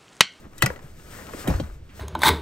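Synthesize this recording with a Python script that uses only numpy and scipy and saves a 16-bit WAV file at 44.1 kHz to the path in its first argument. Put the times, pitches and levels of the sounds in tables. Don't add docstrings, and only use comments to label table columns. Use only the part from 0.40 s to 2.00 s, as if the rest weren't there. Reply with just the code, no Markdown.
import sys
import numpy as np
from scipy import signal
from scipy.fft import rfft, irfft
from scipy.io import wavfile
from scipy.ndimage import uniform_filter1d

SR = 44100
rng = np.random.default_rng(int(sys.argv[2]) if len(sys.argv) > 2 else 0)


def nominal_scale(level):
    x = np.asarray(level, float) / 20
    return 10 ** x


def persist_wave(psi):
    counts = np.round(np.clip(psi, -1, 1) * 32767).astype(np.int16)
    wavfile.write(sys.argv[1], SR, np.atleast_2d(counts).T)


N = 70560
T = np.arange(N) / SR

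# start in seconds, contact length in seconds.
BLOW_TIMES = [
    (.1795, .006),
    (.1865, .004),
    (.2080, .004),
    (.2190, .004),
    (.2222, .0032),
    (.2362, .003),
    (.2600, .004),
    (.3598, .003),
]
# level in dB, treble tilt in dB per octave, left-right in dB.
BLOW_LEVELS = [(-42, 9, 7.5), (-41, 1, 6), (-49.5, 6, 1), (-29, 3, -5.5), (-4, 2.5, 6), (-38, -50, 2.5),
               (-17, 7, 3), (-35.5, -15, 4)]
# frequency in Hz, level in dB, t60 in seconds.
STEEL_MODES = [(985, -17, 0.06), (1330, -1, 0.029), (1920, -23, 0.039), (1980, 7, 0.062),
               (2580, 0.5, 0.015), (3200, -5, 0.023), (4015, -11.5, 0.03), (5050, -7, 0.012),
               (6330, -20, 0.016), (7740, -22, 0.017), (7790, -6, 0.008), (8770, -11, 0.011),
               (12040, -21.5, 0.02), (12450, -19.5, 0.021)]
# start in seconds, level in dB, pitch in Hz, t60 in seconds,
# push in seconds.
PART_PINGS = [(.1805, -41.5, 3840, 0.023, 0.00088), (.1865, -35, 3200, 0.02, 0.0012),
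              (.206, -42, 2020, .2, 0.028), (.211, -45, 7200, .06, 0.0052),
              (.207, -34, 3000, 0.064, 0.0031), (0.2178, -30, 7800, .01, 0.00046),
              (0.224, -12, 1375, 0.028, 0.0011), (0.2233, -15, 2604, .025, 0.00087),
              (.223, -31, 3150, 0.037, 0.0011), (0.224, -20, 4370, 0.035, 0.0011),
              (.261, -22, 1473, 0.05, 0.0014), (.261, -19.5, 1843, 0.035, 0.0013),
              (.261, -19.5, 2235, .03, 0.0013), (0.2623, -23, 2755, 0.022, .001),
              (.26, -21, 5160, 0.018, .001), (.261, -38, 5950, .025, .001), (.266, -26.5, 448, 0.12, .004),
              (1.075, -31, 3856, .02, .001), (1.076, -29.5, 3120, 0.022, .001),
              (1.076, -28, 1830, 0.036, .002), (1.083, -30, 1486, 0.043, .002),
              (1.104, -34, 1346, .08, 0.0051), (1.155, -34, 1500, .04, .004), (1.095, -36, 2400, .04, .004),
              (1.199, -20.5, 1480, 0.0096, 0.00044), (1.1985, -25.5, 2090, 0.0098, .0005),
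              (.935, -30, 1094, 0.027, 0.00043), (.935, -38, 1740, .02, 0.00046),
              (.935, -45, 2540, .015, .0005), (.936, -31, 613, 0.034, 0.0015),
              (.2245, -17.5, 3960, .015, 0.00045), (.2615, -26.5, 1156, 0.032, .001),
              (.238, -35, 3150, .08, .006), (.262, -25, 1990, 0.046, 0.0011),
              (.302, -16.5, 1650, 0.014, 0.00074), (1.198, -27.5, 2770, 0.0091, 0.0004),
              (1.1988, -29, 3200, 0.025, 0.00045), (1.199, -32, 3920, 0.026, .0005),
              (1.2, -35, 4330, .03, 0.00056), (1.227, -37, 1518, 0.038, 0.0018),
              (1.242, -40.5, 3780, 0.017, .001)]
# start in seconds, level in dB, pitch in Hz, t60 in seconds, push in seconds.
SEAT_THUMPS = [(0.065, -29.5, 196, 0.043, 0.0024), (.227, -19.5, 319, 0.095, 0.0012),
               (0.2363, -8.5, 126, 0.095, 0.002), (0.261, -20, 186, .12, 0.0043),
               (0.3032, -18, 484, 0.026, 0.00077), (.303, -28, 945, 0.042, 0.001),
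               (0.303, -28, 1376, 0.02, 0.0011), (0.298, -27, 71, 0.13, 0.0029),
               (0.44, -29.5, 141.4, 0.092, 0.0079), (.936, -23, 456, 0.036, 0.0021),
               (.947, -18.5, 296, 0.017, 0.001),
               (1.052, -26.5, 118, 0.31, 0.0091), (1.073, -18.5, 619, 0.031, 0.00057),
               (1.08, -12, 400, 0.022, 0.0024), (1.085, -11, 168.4, 0.089, 0.0018),
               (1.0972, -4, 61.7, 0.088, 0.012), (1.105, -19, 282, 0.046, 0.0012),
               (1.114, -2.5, 134, 0.035, 0.0083), (1.148, -4, 63, 0.061, 0.0069),
               (1.157, -35, 350, 0.031, 0.0016), (1.1745, -15, 87, 0.1, 0.0075),
               (1.1995, -10.5, 292, 0.021, 0.0021), (1.200, -18, 552, 0.025, 0.0012),
               (1.212, -13, 136, 0.046, 0.0033), (1.402, -35, 72, 0.29, 0.011),
               (1.086, -28.5, 519, 0.14, 0.0029), (1.222, -26.5, 203, 0.092, 0.0053),
               (1.345, -35, 131, 0.25, 0.025), (1.082, -16, 270, 0.04, 0.00092),
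               (1.236, -21.5, 72, 0.11, 0.0038), (1.291, -33, 42.7, 0.51, 0.0025),
               (1.319, -33.5, 64, 0.25, 0.0058), (1.5935, -23, 643, 0.023, 0.0033)]
# start in seconds, level in dB, centre in Hz, t60 in seconds,
# left-right in dB.
TRIM_KNOCKS = [(0.05, -47, 740, 0.06, 3), (0.1328, -38.5, 1170, 0.01, 9), (0.302, -39, 930, 0.031, 13),
               (0.391, -40.5, 1310, 0.034, -4), (0.596, -43, 1480, 0.024, 4),
               (0.8674, -38.5, 1470, 0.031, 15), (0.894, -38, 806, 0.042, 12),
               (0.934, -34.5, 1480, 0.025, 6), (0.992, -38.5, 3120, 0.028, 5),
               (1.072, -32.5, 1100, 0.15, -1), (1.0746, -26, 8400, 0.11, -2), (1.079, -32, 1500, 0.17, 2.5),
               (1.137, -33.5, 1140, .1, 0), (1.198, -41, 2430, 0.024, 10), (1.235, -38, 970, 0.046, 5),
               (1.298, -44, 975, 0.024, 11), (1.491, -55, 1850, 0.45, 1), (1.596, -39, 1800, 0.018, -17),
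               (0.222, -19.5, 528, 0.13, 3.5), (0.262, -32, 614, 0.056, -4),
               (1.076, -23.5, 472, 0.19, -0.5), (1.1, -31.5, 700, 0.14, 6), (1.2, -27, 470, 0.058, 4.5),
               (.36, -49, 400, 0.073, 17), (1.158, -31, 235, 0.1, 2)]
# time in seconds, level in dB, rub share in dB.
LEATHER_DRAG = [(0, -59.5, -1), (.06, -67.5, 8.5), (.11, -64.5, -0.5), (.3, -54, 7), (.405, -63, 3.5),
                (.43, -55, -1), (.56, -61, -5.5), (.68, -50, -5.5), (.76, -47.5, -3), (.86, -50.5, -1.5),
                (0.999, -46, -5), (1.092, -44, 1), (1.17, -48, 4.5), (1.25, -55, 3.5), (1.34, -60.5, -1),
                (1.42, -74, -11.5), (1.52, -62, -8), (1.6, -51.5, -1)]
# frequency in Hz, density in dB per Hz.
SLIDE_SPECTRUM = [(1200, 12), (2000, 6), (4000, 1), (6000, 1.5), (8800, 2.5), (10800, -2.5), (12200, 1),
                  (16000, -4.5)]
# frequency in Hz, density in dB per Hz.
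CREAK_SPECTRUM = [(88, -75), (150, -4.5), (239, -3), (366, -4.5), (531, -4.5), (791, -11.5), (1710, -15.5),
                  (4000, -36), (5200, -60.5), (8800, -120)]
# frequency in Hz, density in dB per Hz.
HUM_SPECTRUM = [(12, 17), (25, -21), (45, -6.5), (75, -0.5), (110, -5.5), (239, -14.5), (369, -17.5),
                (555, -24), (698, -29), (1620, -32.5), (9000, -48.5), (16000, -68)]

PORT_TURN_RAD = 0.66


def unit(x):
    return x / np.sqrt(np.mean(x ** 2))


def peak(x):
    return x / np.abs(x).max()


def noise():
    return rng.standard_normal(N)


def walk(rate_hz):
    width = int(SR / rate_hz)
    return unit(uniform_filter1d(uniform_filter1d(noise(), width), width))


def fade(start_s, rise_s, t60_s):
    since = np.maximum(T - start_s, 0)
    return (1 - np.exp(-since / rise_s)) * np.exp(-np.log(1000) * since / t60_s)


def band(x, lo_hz, hi_hz):
    sos = signal.butter(2, [lo_hz, min(hi_hz, SR / 2.2)], "band", fs=SR, output="sos")
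    return signal.sosfilt(sos, x)


def colour(x, spectrum):
    hz, db = np.array(spectrum, float).T
    f = np.maximum(np.arange(N // 2 + 1) * SR / N, 1)
    gain = nominal_scale(np.interp(np.log(f), np.log(hz), db, left=-60, right=-60))
    return unit(irfft(rfft(x) * gain, N))


def ring(x, hz, t60_s):
    pole = np.exp(2j * np.pi * hz / SR - np.log(1000) / (t60_s * SR))
    return signal.lfilter([1], [1, -pole], x + 0j).imag


def pan(db):
    return nominal_scale(np.array([[db / 2], [-db / 2]]))


def pair(draw):
    mid = draw()
    side = -PORT_TURN_RAD * signal.hilbert(mid).imag + 0.4 * draw()
    wide_hz = 400
    side = signal.sosfilt(signal.butter(1, wide_hz, "high", fs=SR, output="sos"), side)
    return np.array([mid + side, mid - side])


def latch():
    crack_db, clack_db, tail_db, tail_t60_s, longest_ring_s = -1, -3, -15.5, 0.072, 0.045
    hiss = band(pair(noise), 570, 9700)
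    grit = pair(noise)
    out = np.zeros((2, N))
    for (start_s, contact_s), (db, treble_db, pan_db) in zip(BLOW_TIMES, BLOW_LEVELS):
        push = grit * fade(start_s, contact_s / 2, 4 * contact_s)
        modes = 0
        for hz, mode_db, t60_s in STEEL_MODES:
            tilted_db = mode_db + treble_db * np.log2(hz / 2000)
            modes = modes + nominal_scale(tilted_db) * peak(ring(push, hz, min(t60_s, longest_ring_s)))
        crack = nominal_scale(crack_db + treble_db) * peak(band(push, 4260, 12000))
        clack = nominal_scale(clack_db) * peak(band(push, 1070, 3300))
        tail = nominal_scale(tail_db) * hiss * fade(start_s, 0.0013, tail_t60_s)
        out += nominal_scale(db) * pan(pan_db) * (peak(modes) + crack + clack + tail)
    return out


def pings():
    flutter = nominal_scale(3.5 * walk(520))
    turn = np.array([[PORT_TURN_RAD], [-PORT_TURN_RAD]])
    out = np.zeros((2, N))
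    for start_s, db, hz, t60_s, push_s in PART_PINGS:
        angle = 2 * np.pi * hz * (T - start_s) + turn
        out += nominal_scale(db) * fade(start_s, push_s, t60_s) * np.sin(angle)
    return pan(2.5) * flutter * out


def thumps():
    sag, lag_s = 0.041, 0.0002
    port_shift_s = lag_s * np.array([[-0.5], [0.5]])
    out = np.zeros((2, N))
    for start_s, db, hz, t60_s, push_s in SEAT_THUMPS:
        since = np.maximum(T - start_s, 0)
        sag_s = sag * t60_s / 4 * (1 - np.exp(-4 * since / t60_s))
        cycles = hz * (since + sag_s + port_shift_s)
        out += nominal_scale(db) * fade(start_s, push_s, t60_s) * np.sin(2 * np.pi * cycles)
    return out


def knocks():
    spread = 1 + 0.66
    grit = pair(noise)
    air = nominal_scale(-10.5) * band(grit, 1500, 6300)
    out = np.zeros((2, N))
    for start_s, db, hz, t60_s, pan_db in TRIM_KNOCKS:
        body = unit(band(grit, hz / spread, hz * spread)) + air
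        out += nominal_scale(db) * pan(pan_db) * body * fade(start_s, 0.00067, t60_s)
    return out


def seam():
    start_s, end_s, slips_per_s = 0.692, 0.835, 200
    hz, t60_s, level_db = 1800, 0.0083, -52.5
    slip_count = np.floor(np.cumsum(slips_per_s * (1 + 0.2 * walk(40))) / SR)
    slips = np.diff(slip_count, prepend=0) * nominal_scale(2 * noise())
    puff = signal.lfilter([1], [1, -0.97], slips) * noise()
    body = ring(puff, hz, t60_s) + 0.63 * ring(puff, 0.6 * hz, t60_s)
    swell = np.clip((T - start_s) / 0.051, 0, 1) * np.clip((end_s - T) / 0.0086, 0, 1)
    return pan(12.3) * nominal_scale(level_db) * unit(body) * swell


def grains():
    grains_per_s, spread_db = 830, 5
    hits = rng.random(N) < grains_per_s / SR
    return hits * nominal_scale(spread_db * noise()) * np.sign(noise()) + 0.16 * noise()


def leather():
    t, db, rub_db = np.array(LEATHER_DRAG, float).T
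    slide = colour(pair(noise), SLIDE_SPECTRUM) * nominal_scale(2.0 * walk(27))
    creak_db = 6 + np.interp(T, t, rub_db) + 1.8 * walk(29)
    creak = colour(pair(grains), CREAK_SPECTRUM) * nominal_scale(creak_db)
    return nominal_scale(np.interp(T, t, db)) * (slide + creak)


def hum():
    level_db = -45
    return colour(pair(noise), HUM_SPECTRUM) * nominal_scale(level_db + walk(10))


def cabin(hard):
    t60_s, level_db, top_hz, length = 0.15, -16, 4800, SR // 4
    echo = band(rng.standard_normal((2, length)), 180, top_hz)
    echo = echo * fade(0.00071, 0.00097, t60_s)[:length]
    echo = echo / np.sqrt((echo ** 2).sum(1, keepdims=True))
    return nominal_scale(level_db) * signal.fftconvolve(hard, echo, axes=1)[:, :N]


def ports(x):
    merge_hz, in_step_hz, lag_s = 8000, 8300, 0.00027
    f = np.arange(N // 2 + 1) * SR / N
    share = 1 / (1 + (merge_hz / np.maximum(f, 1)) ** 16)
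    spec = rfft(x)
    late = 2 * np.pi * lag_s * (f - in_step_hz)
    even = 0.68 * spec[0] * np.exp(1j * np.array([0 * late, late]))
    return irfft((1 - share) * spec + share * even, N)


def scene():
    hard = latch() + pings() + pan(1.0) * thumps() + knocks() + seam()
    soft = pan(6.5) * leather() + pan(1.0) * hum()
    return ports(hard + cabin(hard) + soft)


def top_cut(x):
    return signal.sosfilt(signal.butter(12, 16650, fs=SR, output="sos"), x)


def record(dry):
    top_hz, leak_db, drive = 15720, -32, 0.8
    cut = signal.sosfiltfilt(signal.ellip(8, 0.1, 50, top_hz, fs=SR, output="sos"), dry)
    leaky = cut + nominal_scale(leak_db) * (dry - cut)
    mix = np.tanh(drive * leaky) / drive
    return top_cut(mix)


dry = scene()
out = record(dry)
persist_wave(out)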